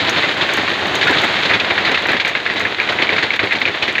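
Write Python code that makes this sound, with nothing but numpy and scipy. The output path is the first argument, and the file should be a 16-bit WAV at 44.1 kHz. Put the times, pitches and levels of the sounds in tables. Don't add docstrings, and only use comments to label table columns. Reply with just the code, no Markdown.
import sys
import numpy as np
from scipy import signal
from scipy.fft import rfft, irfft, next_fast_len
from scipy.io import wavfile
from scipy.ndimage import uniform_filter1d, minimum_filter1d, map_coordinates

SR = 44100
rng = np.random.default_rng(int(sys.argv[2]) if len(sys.argv) > 2 else 0)


def transcribe(u):
    v = np.clip(np.atleast_2d(u).T, -1, 1)
    q = np.round(v * 32767).astype(np.int16)
    wavfile.write(sys.argv[1], SR, q)


N = 176400

# t/s, knock level/dB, knock f/Hz, rattle level/dB, bright rattle level/dB,
# frame level/dB, rattle t60/s
BIG_STONES = [(0.0034, -1, 2190, -18, -12.5, -24, 0.068), (0.0685, -11, 1910, -29, -18.5, -19, 0.21),
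              (0.164, -11, 2300, -22, -19, -14, 0.28), (0.232, 1, 2140, -16.5, -21.5, -17, 0.3),
              (0.2852, -7, 1890, -18, -19, -23, 0.093), (0.414, -4, 3340, -15, -15, -17, 0.14),
              (0.4904, 0, 1710, -13, -23, -28, 0.062), (0.5745, -1.5, 1600, -16, -18.5, -19, 0.14),
              (0.7027, -2.5, 1870, -24, -20, -31, 0.07), (0.7345, -3, 1800, -23, -17, -42, 0.086),
              (0.944, -5, 1530, -28, -16, -15, 0.14), (1.0107, -8, 1740, -13, -14.5, -24, 0.16),
              (1.0281, 2.5, 1720, -11.5, -12.5, -32, 0.083), (1.0695, 0, 1590, -9, -13, -26, 0.1),
              (1.0947, 0, 1720, -14, -19, -19, 0.11), (1.128, -1, 1610, -13, -16, -34, 0.11),
              (1.1465, -4, 2270, -11, -20, -39, 0.06), (1.183, -4, 3280, -20, -13.5, -22, 0.12),
              (1.236, -1, 2000, -16, -18, -16.5, 0.096), (1.3503, -10, 1620, -18, -17, -20, 0.1),
              (1.425, -10, 2380, -17.5, -16.5, -18, 0.13), (1.4514, -7, 2560, -12, -10, -15, 0.084),
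              (1.4946, -6, 1910, -7.5, -15, -16, 0.11), (1.512, 1, 1900, -12.5, -24, -18, 0.18),
              (1.536, -2, 2310, -6.5, -12, -17, 0.098), (1.598, -1, 3290, -14, -8.5, -44, 0.047),
              (1.702, -5, 2520, -8, -18, -18, 0.093), (1.779, 4, 1730, -12.5, -25, -26, 0.16),
              (1.8482, -5, 2030, -11.5, -12.5, -44, 0.11), (1.866, -2, 1890, -14, -23, -15, 0.21),
              (1.914, -9, 1980, -12, -14.5, -16, 0.077), (1.943, -1, 1930, -7, -13.5, -29, 0.09),
              (1.975, 0.5, 1810, -15, -19, -39, 0.098), (2.0547, -5, 1810, -11, -39, -17.5, 0.07),
              (2.0857, -5, 2540, -11, -19.5, -13, 0.28), (2.1321, 3.5, 1840, -9, -21, -14, 0.11),
              (2.1667, 1.5, 1700, -16, -17.5, -40, 0.065), (2.1991, 6, 2360, -10.5, -13.5, -28, 0.095),
              (2.2488, 6, 2320, -14.5, -18, -20, 0.13), (2.269, 2, 1840, -17, -22, -22, 0.28),
              (2.3516, 13, 2150, -13.5, -20.5, -20, 0.16), (2.4624, -1.5, 1480, -7, -18.5, -42, 0.057),
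              (2.4998, 2, 1890, -15, -24, -20, 0.16), (2.5588, -5, 2260, -20, -20.5, -24, 0.27),
              (2.604, -0.5, 2120, -12, -23, -19.5, 0.098), (2.6508, -3, 2240, -6.5, -26, -20.5, 0.07),
              (2.785, -9, 2070, -10, -30, -22, 0.05), (2.8002, 6, 2350, -12.5, -25, -19.5, 0.22),
              (2.8894, -0.5, 2010, -14.5, -14, -15.5, 0.095), (2.923, -4, 1560, -16, -29, -24, 0.11),
              (2.988, -1, 2180, -12.5, -27, -19, 0.14), (3.0194, -2, 1800, -7, -10, -17, 0.064),
              (3.0703, -3, 2440, -18, -36, -37, 0.043), (3.0917, 6, 2350, -14, -23, -22.5, 0.16),
              (3.1283, -3, 2040, -10, -16, -20.5, 0.081), (3.1637, -4, 2180, -18, -19, -27, 0.13),
              (3.1815, -0.5, 1730, -10, -18, -20.5, 0.11), (3.2262, -2, 2040, -9.5, -12.5, -18, 0.12),
              (3.3053, 4, 2210, -18, -29, -43, 0.24), (3.3337, -6, 2150, -11, -16, -24, 0.08),
              (3.3924, 8, 2170, -8, -16, -18, 0.078), (3.429, -8, 1930, -13.5, -21.5, -17, 0.13),
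              (3.472, -8.5, 2150, -26, -22, -35, 0.082), (3.5087, -7.5, 2250, -12, -27, -24, 0.13),
              (3.523, -3.5, 2000, -12.5, -18.5, -21.5, 0.12), (3.5518, -6.5, 2310, -15.5, -17, -25, 0.13),
              (3.6162, 1, 2140, -12, -15, -20, 0.068), (3.6538, 0.5, 2405, -11, -16, -25, 0.08),
              (3.677, -4, 2250, -11, -19.5, -18.5, 0.1), (3.743, -11.5, 1840, -16, -23, -19.5, 0.093),
              (3.824, -5, 2480, -12, -11.5, -18, 0.11), (3.8788, -9, 1890, -13.5, -19, -19, 0.17),
              (3.954, -5, 2500, -10.5, -25, -26, 0.07), (3.9815, -5, 1980, -3, -16, -22.5, 0.048)]
# f/Hz, level/dB
CLATTER_COLOUR = [(500, -21), (1100, -6.5), (1850, 1), (2900, -4.5), (3800, -3.5), (4400, -11.5),
                  (5500, -27.5), (8000, -54)]


def amp(db):
    return 10 ** (np.asarray(db) / 20)


def unit(x):
    return x / np.sqrt(np.mean(x ** 2) + 1e-20)


def wobble(knots_per_s):
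    return map_coordinates(rng.standard_normal(4096), [np.arange(N) * knots_per_s / SR], mode="wrap")


def coloured(x, colour):
    size = 2 * next_fast_len(len(x) // 2 + 2048)
    hz, db = np.transpose(colour)
    curve_db = np.interp(np.log(np.fft.rfftfreq(size, 1 / SR) + 1), np.log(hz), db)
    cepstrum = irfft(np.log(amp(curve_db)))
    cepstrum[1:size // 2] *= 2
    cepstrum[size // 2 + 1:] = 0
    response = np.exp(rfft(cepstrum))
    return unit(irfft(rfft(x, size) * response)[:len(x)])


def noise(colour):
    return coloured(rng.standard_normal(N), colour)


def click(colour):
    shift = np.exp(0.11 * rng.standard_normal())
    pulse = coloured(signal.unit_impulse(SR // 100), np.array(colour) * [shift, 1])
    return pulse / np.abs(pulse).max()


def fade(t, rise_s, t60_s):
    return (1 - np.exp(-t / rise_s)) * amp(-60 * t / t60_s)


def sines(hz, db, t):
    return amp(db) @ np.sin(2 * np.pi * np.outer(hz, t))


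def add(out, at, sound):
    i = max(0, round(at * SR))
    out[i:i + len(sound)] += sound[:max(0, N - i)]


def bursts(times, levels_db, shapes):
    power = np.zeros(N)
    for at, envelope in zip(times, amp(levels_db)[:, None] * shapes):
        add(power, at, envelope ** 2)
    return np.sqrt(power)


def shower(per_s, spread_db):
    lands = rng.random(N) < per_s / SR
    size = np.minimum(rng.standard_normal(N), 2)
    sign = rng.choice([-1, 1], N)
    return lands * sign * amp(spread_db * size)


def bed_levels():
    # t/s, body level/dB, clatter level/dB, hiss level/dB
    swells = [(0.0, -23, -15.5, -40), (0.56, -24, -17, -39.5), (0.87, -23.5, -17.5, -39.5),
              (1.05, -20.5, -18, -39), (1.17, -21, -15, -37), (1.49, -28, -17, -40.5),
              (1.68, -21.5, -17, -41.5), (1.97, -25, -17.5, -43.5), (2.29, -29, -24, -46.5),
              (2.6, -28, -21.5, -44.5), (3.07, -26, -19, -43.5), (3.24, -27.5, -20.5, -46),
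              (3.71, -30, -22, -46), (4.0, -29, -23, -45.5)]
    # t/s, depth/dB
    lulls = [(.36, 3.5), (1.585, 3), (2.238, 3), (2.338, 3), (2.425, 1), (2.762, 4), (3.384, 9)]
    t, lull_s = np.arange(N) / SR, 0.0083
    dip_db = sum(depth * np.exp(-((t - at) / lull_s) ** 2) for at, depth in lulls)
    times, *faders = np.transpose(swells)
    return [np.interp(t, times, db) - dip_db for db in faders]


def roar():
    # f/Hz, level/dB
    body_colour = [(20, -47), (35, -51), (60, -18.5), (95, -3), (140, -6), (195, -2.5), (250, -2), (315, 3),
                   (430, -0.5), (620, 0), (800, -.5), (1100, -4), (1700, -13), (4000, -51)]
    # f/Hz, level/dB
    hiss_colour = [(3500, -18), (5200, -7.5), (6700, -1), (8000, -15), (9800, -24.5), (11400, -23),
                   (12400, -29), (13500, -25), (14300, -26), (15500, -24)]
    body_trim_db, clatter_trim_db, hiss_trim_db = -1, -4, -4.5
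    body_db, clatter_db, hiss_db = bed_levels()
    flurry_db = 0.64 * wobble(knots_per_s=35.18)
    flutter_db = 2.0 * wobble(knots_per_s=50)
    body = amp(body_trim_db + body_db + flurry_db + flutter_db) * noise(body_colour)
    clatter = amp(clatter_trim_db + clatter_db + flurry_db) * noise(CLATTER_COLOUR)
    hiss = amp(hiss_trim_db + hiss_db + 0.7 * flurry_db) * noise(hiss_colour)
    return body + clatter + hiss


def patter():
    # f/Hz, level/dB
    grit_colour = [(3500, -26), (5500, -8), (6800, 10), (8300, 1), (10000, -10), (11400, -4), (12400, -9),
                   (13500, -5), (15500, -14)]
    roof_trim_db, grit_trim_db, rattle_t60_s = -8, -18.5, 0.033
    _, clatter_db, hiss_db = bed_levels()
    t = np.arange(SR // 8) / SR
    taps = shower(per_s=260, spread_db=8)
    rattle_power = signal.fftconvolve(taps ** 2, amp(-60 * t / rattle_t60_s) ** 2)[:N]
    rattle = np.sqrt(np.abs(rattle_power)) * rng.standard_normal(N)
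    roof = coloured(unit(taps) + unit(rattle), CLATTER_COLOUR)
    grit = coloured(shower(per_s=150, spread_db=10), grit_colour)
    return amp(roof_trim_db + clatter_db) * roof + amp(grit_trim_db + hiss_db) * grit


def ticks():
    # t/s, level/dB, extra level of the ring/dB
    pellets = [(0.0959, -23.5, 4), (0.5368, -22.5, -1.5), (0.5683, -27, -4), (0.8694, -30, -7),
               (0.9532, -24, 5), (1.0725, -31, -5), (1.1097, -30, -4), (1.2166, -32, 0), (1.2361, -31, -3),
               (1.2446, -28, -8), (1.916, -35, 3), (2.0218, -40, 3), (2.0698, -33, -1), (2.1171, -30, -13),
               (2.256, -34, -7), (2.278, -29, -4), (2.2903, -31, 1), (2.5385, -39, -8), (2.597, -34.5, 0),
               (2.611, -35, 2), (2.9238, -37, 3), (3.089, -41, -6), (3.16, -42, -8), (3.2281, -40, 5),
               (3.302, -38, -8), (3.3615, -34, -1), (3.4575, -39, -8), (3.5299, -35, -9),
               (3.6037, -39, -11), (3.8247, -40, 0), (3.8784, -36, -3), (3.927, -38.5, 1)]
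    # f/Hz, level/dB
    ring_colour = [(4000, -29), (5800, 8), (6700, 19), (8000, -43), (10000, -29)]
    # f/Hz, level/dB
    splinter_colour = [(4000, -10), (7000, 4.5), (9500, -8.5), (11400, -13), (12400, 1), (13500, -13),
                       (16000, -7)]
    ring_trim_db, crumbs_db, snap_db, splinter_delay_s = 0.5, -4, 7, 0.0018
    tick_t60_s, tail_db, tail_t60_s = 0.0062, -11, 0.09
    t = np.arange(SR // 8) / SR
    times, levels_db, rings_db = np.transpose(pellets)
    decay = amp(-60 * t / tick_t60_s) + amp(tail_db - 60 * t / tail_t60_s)
    ring = bursts(times, levels_db + rings_db + ring_trim_db, decay) * noise(ring_colour)
    crumbs = bursts(times + splinter_delay_s, levels_db + crumbs_db, decay) * noise(splinter_colour)
    out = ring + crumbs
    for at, db, ring_db in pellets:
        add(out, at, amp(db + ring_db) * click(ring_colour))
        add(out, at + splinter_delay_s, amp(db + snap_db) * click(splinter_colour))
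    return out


def panel_booms():
    # t/s, deep level/dB, hollow level/dB, hollow f/Hz
    heavy_stones = [(1.535, -20.5, -19, 417), (2.621, -25.5, -19, 415), (3.119, -24, -12, 437),
                    (3.222, -35, -21, 450), (3.426, -18, -17.5, 401), (3.684, -27.5, -18.5, 411)]
    # f/Hz, level/dB, blend (0 follows the deep level, 1 the hollow level)
    deep_modes = [(102.3, -1, 0), (191, -4.5, .2), (305.7, -3.5, 0.28)]
    # multiple of the hollow pitch, level/dB
    hollow_modes = [(1, -0.5), (1.2, -5), (1.7, -6)]
    out, t = np.zeros(N), np.arange(SR // 3) / SR
    hz, low_db, blend = np.transpose(deep_modes)
    ratio, upper_db = np.transpose(hollow_modes)
    for at, deep_db, hollow_db, hollow_hz in heavy_stones:
        detuned_hz = hz * (1 + 0.03 * rng.standard_normal(len(hz)))
        deep = sines(detuned_hz, low_db + deep_db + blend * (hollow_db - deep_db), t)
        hollow = sines(hollow_hz * ratio, upper_db + hollow_db, t)
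        add(out, at, (deep + hollow) * fade(t, rise_s=0.0064, t60_s=0.15))
    return out


def sheet_rings():
    # t/s, level/dB, f/Hz, t60/s
    hits = [(0.231, -16, 2023, 0.14), (0.418, -16, 3600, 0.065), (1.071, -9.5, 1426, 0.083),
            (1.078, -12, 1710, .11), (1.2356, -15, 1900, 0.05), (1.537, -6, 3520, 0.03),
            (1.602, -6, 2490, 0.033)]
    # multiple of the pitch, level/dB
    sheet_modes = [(1.002, 2), (1.053, -2.5)]
    out, t = np.zeros(N), np.arange(SR // 5) / SR
    ratio, mode_db = np.transpose(sheet_modes)
    for at, db, hz, t60 in hits:
        add(out, at, sines(hz * ratio, db + mode_db, t) * fade(t, rise_s=0.0011, t60_s=t60))
    return out


def roof_rattle():
    # f/Hz, level/dB
    rattle_colour = [(500, -34), (1100, -15.5), (1600, 1), (2050, 4), (2500, 1.5), (3100, -12), (4500, -52)]
    # f/Hz, level/dB
    bright_colour = [(1800, -32), (2700, -2), (3700, 2), (4300, -2.5), (5400, -19.5), (6800, -22.5),
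                     (9000, -46), (15000, -56)]
    # f/Hz, level/dB
    frame_colour = [(30, -37), (90, -8), (180, -7), (350, -0.5), (700, -2), (1100, -4), (2000, -19),
                    (4000, -51)]
    t = np.arange(SR // 3) / SR
    times, _, _, rattle_db, bright_db, frame_db, t60 = np.transpose(BIG_STONES)
    shaking = fade(t, rise_s=0.0033, t60_s=t60[:, None])
    rattle = bursts(times, rattle_db, shaking) * noise(rattle_colour)
    bright = bursts(times, bright_db, shaking) * noise(bright_colour)
    frame = bursts(times, frame_db, fade(t, rise_s=0.0041, t60_s=0.15)) * noise(frame_colour)
    return rattle + bright + frame


def knocks():
    # multiple of the pitch, level/dB
    spot_modes = [(.74, -4.5), (1, 6), (1.199, -5), (1.65, -9.5)]
    # t/s, level/dB, t60/s
    knock_shape = [(0, -7.5, 0.013), (2.1, -5.5, 0.0079), (2.2, -10, 0.0088), (4, 0, 0.011)]
    # f/Hz, level/dB
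    crack_colour = [(700, -19), (1500, -9), (2400, 8), (3900, 0), (5200, -33), (9000, -60)]
    detune_spread, scatter_db, crack_db, lowpass_hz = 0.025, 2.5, -4, 4600
    out, t = np.zeros(N), np.arange(SR // 20) / SR
    ratio, mode_db = np.transpose(spot_modes)
    shape_times, shape_db, shape_t60 = np.transpose(knock_shape)
    for at, db, hz, *_ in BIG_STONES:
        detune, scatter = rng.standard_normal((2, len(ratio)))
        modes = sines(hz * ratio * (1 + detune_spread * detune), mode_db + scatter_db * scatter, t)
        ring = modes * fade(t, rise_s=0.0008, t60_s=np.interp(at, shape_times, shape_t60))
        knock_db = db + np.interp(at, shape_times, shape_db)
        add(out, at, amp(knock_db) * ring / np.abs(ring).max())
        add(out, at, amp(knock_db + crack_db) * click(crack_colour))
    return signal.sosfilt(signal.butter(6, lowpass_hz, fs=SR, output="sos"), out)


def scene():
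    bed = roar() + patter()
    roof_hits = knocks() + roof_rattle() + sheet_rings() + panel_booms()
    return (bed + roof_hits + ticks())[None]


def record(dry):
    low_cut_hz, top_hz = 55, 15500
    ceiling_db, hold_s = -0.7, 0.002
    x = signal.sosfilt(signal.butter(3, low_cut_hz, btype="high", fs=SR, output="sos"), dry)
    hold = round(hold_s * SR)
    needed_gain = np.minimum(1, amp(ceiling_db) / (np.abs(x) + 1e-9))
    limited = x * uniform_filter1d(minimum_filter1d(needed_gain, 2 * hold), hold)
    size = next_fast_len(N + SR // 2)
    passband = np.fft.rfftfreq(size, 1 / SR) < top_hz
    return irfft(rfft(limited, size) * passband, size)[..., :N]


dry = scene()
out = record(dry)
transcribe(out)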